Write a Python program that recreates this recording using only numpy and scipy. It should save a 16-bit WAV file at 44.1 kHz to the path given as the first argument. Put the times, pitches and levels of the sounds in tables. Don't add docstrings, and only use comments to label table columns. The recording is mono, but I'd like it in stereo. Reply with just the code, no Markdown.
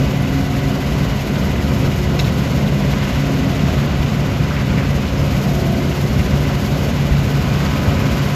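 import sys
import numpy as np
from scipy import signal
from scipy.fft import rfft, irfft, next_fast_len
from scipy.io import wavfile
from scipy.ndimage import map_coordinates

SR = 44100
rng = np.random.default_rng(int(sys.argv[2]) if len(sys.argv) > 2 else 0)


def generate_wav(signal):
    frames = np.transpose(np.atleast_2d(signal))
    scaled = np.clip(frames, -1, 1) * 32767
    pcm = np.round(scaled).astype(np.int16)
    wavfile.write(sys.argv[1], SR, pcm)


N = 368235

# time in seconds, load in dB.
LOAD = [(0, -1.6), (4.6, -0.6), (5.75, -2), (6.4, 0.5), (7.25, 0.8), (7.65, 3.3), (8.35, 3.8)]
# middle and length in seconds, rise in dB.
STONE_SURGES = [(3.08, .8, 2.5), (3.76, 0.87, 2.0), (4.65, 1, 0.9)]


def engine():
    # multiple of the engine's cycle rate, level in dB.
    exhaust_tones = [(4, -31), (7, -48), (8, -32.5), (12, -32), (14, -32), (16, -40), (21, -50.5),
                     (28, -45.5), (36, -44), (40, -47.5)]
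    # multiple of the cycle rate, level in dB before load is added.
    gear_tones = [(72, -51.5), (78, -52), (102, -50), (103, -50.5), (116, -59), (131, -58), (164, -54),
                  (166, -58), (202, -54)]
    # pitch in Hz, width in Hz, relative level in dB.
    block_modes = [(713, 87, -6.5), (1164, 190, -10), (1460, 160, -6.5), (2300, 400, -9.5)]
    # frequency in Hz, relative level in dB.
    rumble_colour = [(12, -29), (25, -25), (35, -16), (50, -4), (65, -2.5), (100, -2.5), (140, -2.5),
                     (220, -17), (500, -38), (1500, -73)]
    # frequency in Hz, relative level in dB.
    drone_colour = [(40, -54), (90, -9), (140, -6), (205, 0.5), (260, -4), (320, -10.5), (450, -11.5),
                    (560, -12), (710, -13), (800, -20.5), (1200, -32), (3000, -58), (8000, -85)]
    load_db, = curves(LOAD)
    cycle = turns(hz=14.66, slip=0.0013)
    exhaust = sum(tone(k * cycle, db, waver_db=1.0) for k, db in exhaust_tones)
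    gears = sum(tone(k * cycle, db + 0.4 * load_db, waver_db=1.5) for k, db in gear_tones)
    pattern = rng.standard_normal(size=3000)
    strikes = np.interp(cycle % 1, np.linspace(0, 1, len(pattern)), pattern)
    knock = amp(load_db - 42) * ringing(strikes, block_modes)
    rumble = amp(-22.5 + 0.8 * wobble(5.5)) * spread(noise(), rumble_colour)
    drone = amp(-22 + 1.1 * wobble(5)) * spread(noise(), drone_colour)
    return exhaust + gears + knock + rumble + drone


def drives():
    # time in seconds, level in dB.
    main_level = [(0, -21.5), (1.6, -24.5), (2.1, -21), (4.2, -21.5), (4.95, -24.5), (5.6, -21.5),
                  (6.5, -20.5), (8.35, -21.5)]
    # pitch in Hz, level in dB before load is added.
    hums = [(72.7, -28), (145.3, -38), (198.5, -33), (302.1, -48), (554, -40.5), (570.3, -43), (997, -45.5),
            (1269.2, -45), (1421.9, -54), (2856.5, -53)]
    main_hz = 142.7
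    seconds = turns(1, slip=0.00014)
    load_db, = curves(LOAD)
    main = tone(main_hz * seconds, curves(main_level)[0], waver_db=0.5)
    return main + sum(tone(hz * (seconds + .00008 * wobble(14)), db + load_db * (hz > 400), waver_db=2.5)
                      for hz, db in hums)


def screen():
    # multiple of the shaking rate, level in dB.
    deck_tones = [(5, -35.5), (7, -32), (8, -29.5), (22, -45.5), (23, -44), (29, -50)]
    # frequency in Hz, relative level in dB.
    gravel_colour = [(300, -38), (1500, -3), (2800, 0), (4500, -3), (7000, -5), (10000, -10), (12000, -9.5),
                     (13200, -11), (14200, -15), (15200, -32)]
    # frequency in Hz, relative level in dB.
    roar_colour = [(200, -29), (500, -13.5), (850, -1.5), (1000, 0.5), (1200, -4), (1500, -5.5),
                   (1750, -11), (2000, -7), (2400, -9), (2900, -9.5), (3300, -13.5), (5000, -18),
                   (8000, -22), (15000, -101)]
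    # time in seconds, relative level in dB.
    sifting = [(0.0, -49), (0.72, -48), (2.07, -47), (4.37, -49.5), (5.16, -49), (5.44, -46.5),
               (6.88, -46.5), (7.11, -48), (8.35, -45)]
    load_db, = curves(LOAD)
    sift_db, = curves(sifting)
    surge_db, = swells(STONE_SURGES)
    roar_db = -29.5 + 0.46 * load_db + 0.59 * surge_db
    rattle_db = -33.5 + 0.32 * load_db + surge_db
    grit_db = -35.5 + sift_db - sift_db.mean()
    shake = turns(hz=17.09, slip=0.019)
    deck = sum(tone(k * shake, db, waver_db=2.3) for k, db in deck_tones)
    landing_db = 2 * np.cos(2 * np.pi * (shake + 1 / 7))
    impacts = noise() * (rng.random(N) < 8000 / SR)
    impacts *= amp(1.3 * np.minimum(rng.exponential(size=N), 5))
    gravel = spread(unit(impacts) + noise(), gravel_colour) * amp(landing_db + 0.84 * wobble(25))
    roar = spread(noise(), roar_colour) * amp(0.88 * wobble(45))
    grit, rattle = above(gravel, edge_hz=3800), above(roar, edge_hz=1800)
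    coarse = (gravel - grit) * amp(rattle_db - 2) + rattle * amp(rattle_db + 3.5)
    belts = (roar - rattle) * amp(roar_db + 0.26 * wobble(4.22))
    fine = grit * amp(grit_db + 0.59 * wobble(11))
    return deck + belts + coarse * amp(0.19 * wobble(10)) + fine


def fan():
    # middle and length in seconds, rise of each of the two tones in dB.
    tone_swells = [(.45, 1.8, 7, 3), (1.88, 1.4, 1, 10), (3.35, 1.1, 6.5, 5), (5.72, 1.14, 1, 10),
                   (6.4, 1.0, 3, 7)]
    blade_hz, flutter_db = 89.85, 2.1
    third_db, fourth_db = swells(tone_swells)
    blades = turns(blade_hz, slip=0.056) + 0.019 * wobble(14)
    third = tone(3 * blades, -33.5 + third_db + flutter_db * wobble(14), waver_db=0.8)
    fourth = tone(4 * blades, -40 + fourth_db + flutter_db * wobble(16), waver_db=0.8)
    eighth = tone(8 * blades, (third_db + fourth_db) / 2 - curves(LOAD)[0] - 46.5, waver_db=-3.5)
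    return third + fourth + eighth


def hopper_thuds():
    # start in seconds, peak in dB before gain_db, pitch in Hz.
    thuds = [(1.87, -10, 72), (3.98, -9.5, 68), (4.28, -13, 75), (4.59, -8, 80), (4.95, -11.5, 70),
             (5.2, -12, 70), (6.17, -9, 89), (6.31, -7, 70), (7.11, -5, 66), (7.24, -8, 85),
             (7.875, -6, 100)]
    return blows(thuds, octaves=0.66, attack_s=0.01, fade_s=0.18, gain_db=-3)


def stray_stones():
    # start in seconds, peak in dB.
    hits = [(0.509, -27), (1.913, -28), (2.191, -13.5), (2.1968, -14), (2.243, -20), (2.265, -25),
            (3.029, -29), (6.722, -30)]
    # pitch in Hz, relative level in dB, seconds to fade by 60 dB.
    steel_modes = [(2070, -3, .05), (2640, 3, 0.037), (3386, -3, .04), (3630, 1, .045), (3850, 3, 0.049),
                   (4102, 0, 0.053), (5367, -2.5, 0.046), (6230, -11, .04), (6900, -19, .04),
                   (8113, -15, .025)]
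    attack_s, crack_fade_s, crack_db = .0008, 0.049, 8
    out, t = np.zeros(N + SR), np.arange(SR // 10) / SR
    hz, mode_db, fade_s = np.transpose(steel_modes)[:, :, None]
    dull = signal.butter(2, 7000, fs=SR)
    for start, db in hits:
        strength, phase = rng.standard_normal((2, len(steel_modes), 1))
        modes = amp(mode_db + strength - 60 * t / fade_s) * np.sin(2 * np.pi * (hz * t + phase))
        hiss = signal.lfilter(*dull, rng.standard_normal(len(t)))
        crack = amp(crack_db - 60 * t / crack_fade_s) * hiss
        clink = (modes.sum(axis=0) + crack) * (1 - np.exp(-t / attack_s))
        out[round(start * SR):][:len(t)] += amp(db) * clink / np.abs(clink).max()
    return out[:N]


def rock_knocks():
    # start in seconds, peak in dB before gain_db, pitch in Hz.
    knocks = [(0.744, -25, 1400), (1.914, -26, 2300), (2.238, -25, 1100), (2.276, -25, 2070),
              (2.929, -19.5, 1014), (2.934, -18, 2100), (3.089, -24, 1350), (4.563, -21, 2200),
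              (4.597, -23, 2150), (4.789, -22, 1850), (4.828, -21, 1400), (4.835, -25, 2250),
              (6.193, -21, 2200), (6.492, -22, 1300)]
    return blows(knocks, octaves=0.42, attack_s=0.0017, fade_s=0.066, gain_db=-0.5)


def stone_clumps():
    # start in seconds, peak in dB before the flicker, pitch in Hz.
    clumps = [(3.025, -32, 2100), (4.50, -24, 1400), (4.765, -24, 2000), (6.17, -30, 2150)]
    return blows(clumps, octaves=0.65, attack_s=0.02, fade_s=0.4) * amp(2.5 * wobble(130))


def roller():
    # middle and length in seconds, level at the middle in dB.
    whine = [(5.7, 0.68, -31.5)]
    middle_hz, rise_hz_per_s, jitter_hz = 667, 28, 3
    (middle, length, db), = whine
    gain, = swells([(middle, length, amp(db))])
    from_middle_s = np.clip(np.arange(N) / SR - middle, -length, length)
    hz = middle_hz + rise_hz_per_s * from_middle_s + jitter_hz * wobble(30)
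    return gain * tone(np.cumsum(hz) / SR, 2 * wobble(18), waver_db=0)


def panels():
    # pitch in Hz, width in Hz, relative level in dB.
    panel_modes = [(711, 25, 7), (1002, 31, -0.5), (1980, 42, 1), (2085, 70, -3.5), (2924, 70, -3.5)]
    # pitch in Hz, relative level in dB.
    panel_tones = [(716, -8), (1421, -16), (1982, -11), (1989, -15), (2533, -16)]
    # time in seconds, gain in dB.
    panel_level = [(0, -35), (2.3, -37.5), (5.8, -42)]
    seconds = turns(1, slip=0.00019)
    singing = sum(tone(hz * seconds, db, waver_db=2) for hz, db in panel_tones)
    ring = amp(-2) * ringing(noise()[0], panel_modes)
    return (ring + singing) * amp(curves(panel_level)[0])


def pouring():
    flow_db = curves(LOAD)[0] + swells(STONE_SURGES)[0]
    loose = amp(-44) * pebbles(per_s=45, middle_hz=2383, fade_s=0.021)
    larger = amp(-42.5 + 1.7 * flow_db) * pebbles(per_s=220, middle_hz=1650, fade_s=0.03)
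    return loose + larger


def pebbles(per_s, middle_hz, fade_s):
    scatter_octaves, scatter_db = .55, 2.5
    t = np.arange(SR // 40) / SR
    starts = np.flatnonzero(rng.random(N) < per_s / SR)
    strength, *pitches = rng.standard_normal((len(starts), 3)).T[:, :, None]
    modes = sum(np.sin(2 * np.pi * middle_hz * 2 ** (scatter_octaves * pitch) * t) for pitch in pitches)
    ticks = modes * amp(scatter_db * np.clip(strength, -2, 2) - 60 * t / fade_s)
    positions = starts[:, None] + np.arange(len(t))
    return unit(np.bincount(positions.ravel(), ticks.ravel(), N)[:N])


def blows(rows, octaves, attack_s, fade_s, gain_db=0):
    out, t = np.zeros(N + SR), np.arange(SR // 2) / SR
    hz = np.fft.rfftfreq(len(t), 1 / SR)
    for start, db, pitch_hz in rows:
        colour = 1 / (1 + (np.log2((hz + 1) / pitch_hz) / octaves) ** 2) ** 2
        band = irfft(rfft(rng.standard_normal(len(t))) * colour, len(t))
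        burst = band * (1 - np.exp(-t / attack_s)) * amp(-60 * t / fade_s)
        out[round(start * SR):][:len(t)] += amp(db + gain_db) * burst / np.abs(burst).max()
    return out[:N]


def turns(hz, slip):
    return np.arange(N) / SR * hz + slip * wobble(1.499)


def tone(cycles, db, waver_db):
    return amp(db) * unit(amp(waver_db * wobble(3)) * np.sin(2 * np.pi * (cycles + rng.random())))


def ringing(x, modes):
    def response(f):
        return sum((-1) ** k * amp(db) * 1j * f * width / (hz * hz - f * f + 1j * f * width)
                   for k, (hz, width, db) in enumerate(modes))
    return unit(filtered(x, response))


def spread(pair, colour):
    # frequency in Hz, likeness from 0 to 1.
    likeness = [(60, .72), (140, .9), (300, .93), (700, .9), (1350, .72), (2000, .99), (4000, .9),
                (7000, .86), (9000, .93), (11000, .8), (13500, .98)]
    def response(hz):
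        angle = np.arccos(np.clip(along(likeness, hz), 0, 1)) / 2
        return amp(along(colour, hz)) * [np.cos(angle), np.sin(angle)]
    mid, side = filtered(pair, response)
    return unit(np.array([mid + side, mid - side]))


def filtered(x, response):
    size = next_fast_len(N + SR // 2)
    return irfft(rfft(x, size) * response(np.fft.rfftfreq(size, 1 / SR)), size)[..., :N]


def above(x, edge_hz):
    return filtered(x, lambda hz: 1 - 1 / (1 + (hz / edge_hz) ** 4))


def swells(rows):
    t = np.arange(N) / SR
    return sum(np.outer(heights, np.cos(np.pi * np.clip((t - middle) / length, -.5, .5)) ** 2)
               for middle, length, *heights in rows)


def curves(rows):
    times, *columns = np.transpose(rows)
    return [np.interp(np.arange(N) / SR, times, column) for column in columns]


def along(points, hz):
    freqs, values = np.transpose(points)
    return np.interp(np.log(hz + 1), np.log(freqs + 1), values)


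def wobble(rate):
    return map_coordinates(rng.standard_normal(int(N * rate / SR) + 4), [np.arange(N) * rate / SR])


def noise():
    return rng.standard_normal((2, N))


def amp(db):
    return 10 ** (np.asarray(db) / 20)


def unit(x):
    return x / np.sqrt(np.mean(x ** 2) + 1e-20)


def scene():
    impacts = stone_clumps() + hopper_thuds() + rock_knocks()
    machinery = engine() + fan() + drives() + roller() + screen() + panels()
    return impacts + machinery + stray_stones() + pouring()


def record(dry):
    # frequency in Hz, how much louder the left side is in dB.
    balance = [(100, .5), (380, -.5), (700, -1.5), (950, 2), (1350, 3.5), (2000, 0)]
    # frequency in Hz, how far the left side leads in radians.
    lead = [(250, 0), (520, .3), (870, 1.7), (1300, 1.3), (1650, 0), (2500, .05), (3000, .35), (5200, .4),
            (5750, -1.5), (6700, -.7), (7600, -2.3), (9100, -3.15), (11000, -4.7), (13000, -6.2)]
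    top_hz = 15500
    half = np.array([[1], [-1]]) / 2
    stereo = filtered(dry, lambda hz: amp(half * along(balance, hz)) * np.exp(1j * half * along(lead, hz)))
    return filtered(stereo, lambda hz: hz < top_hz)


dry = scene()
out = record(dry)
generate_wav(out)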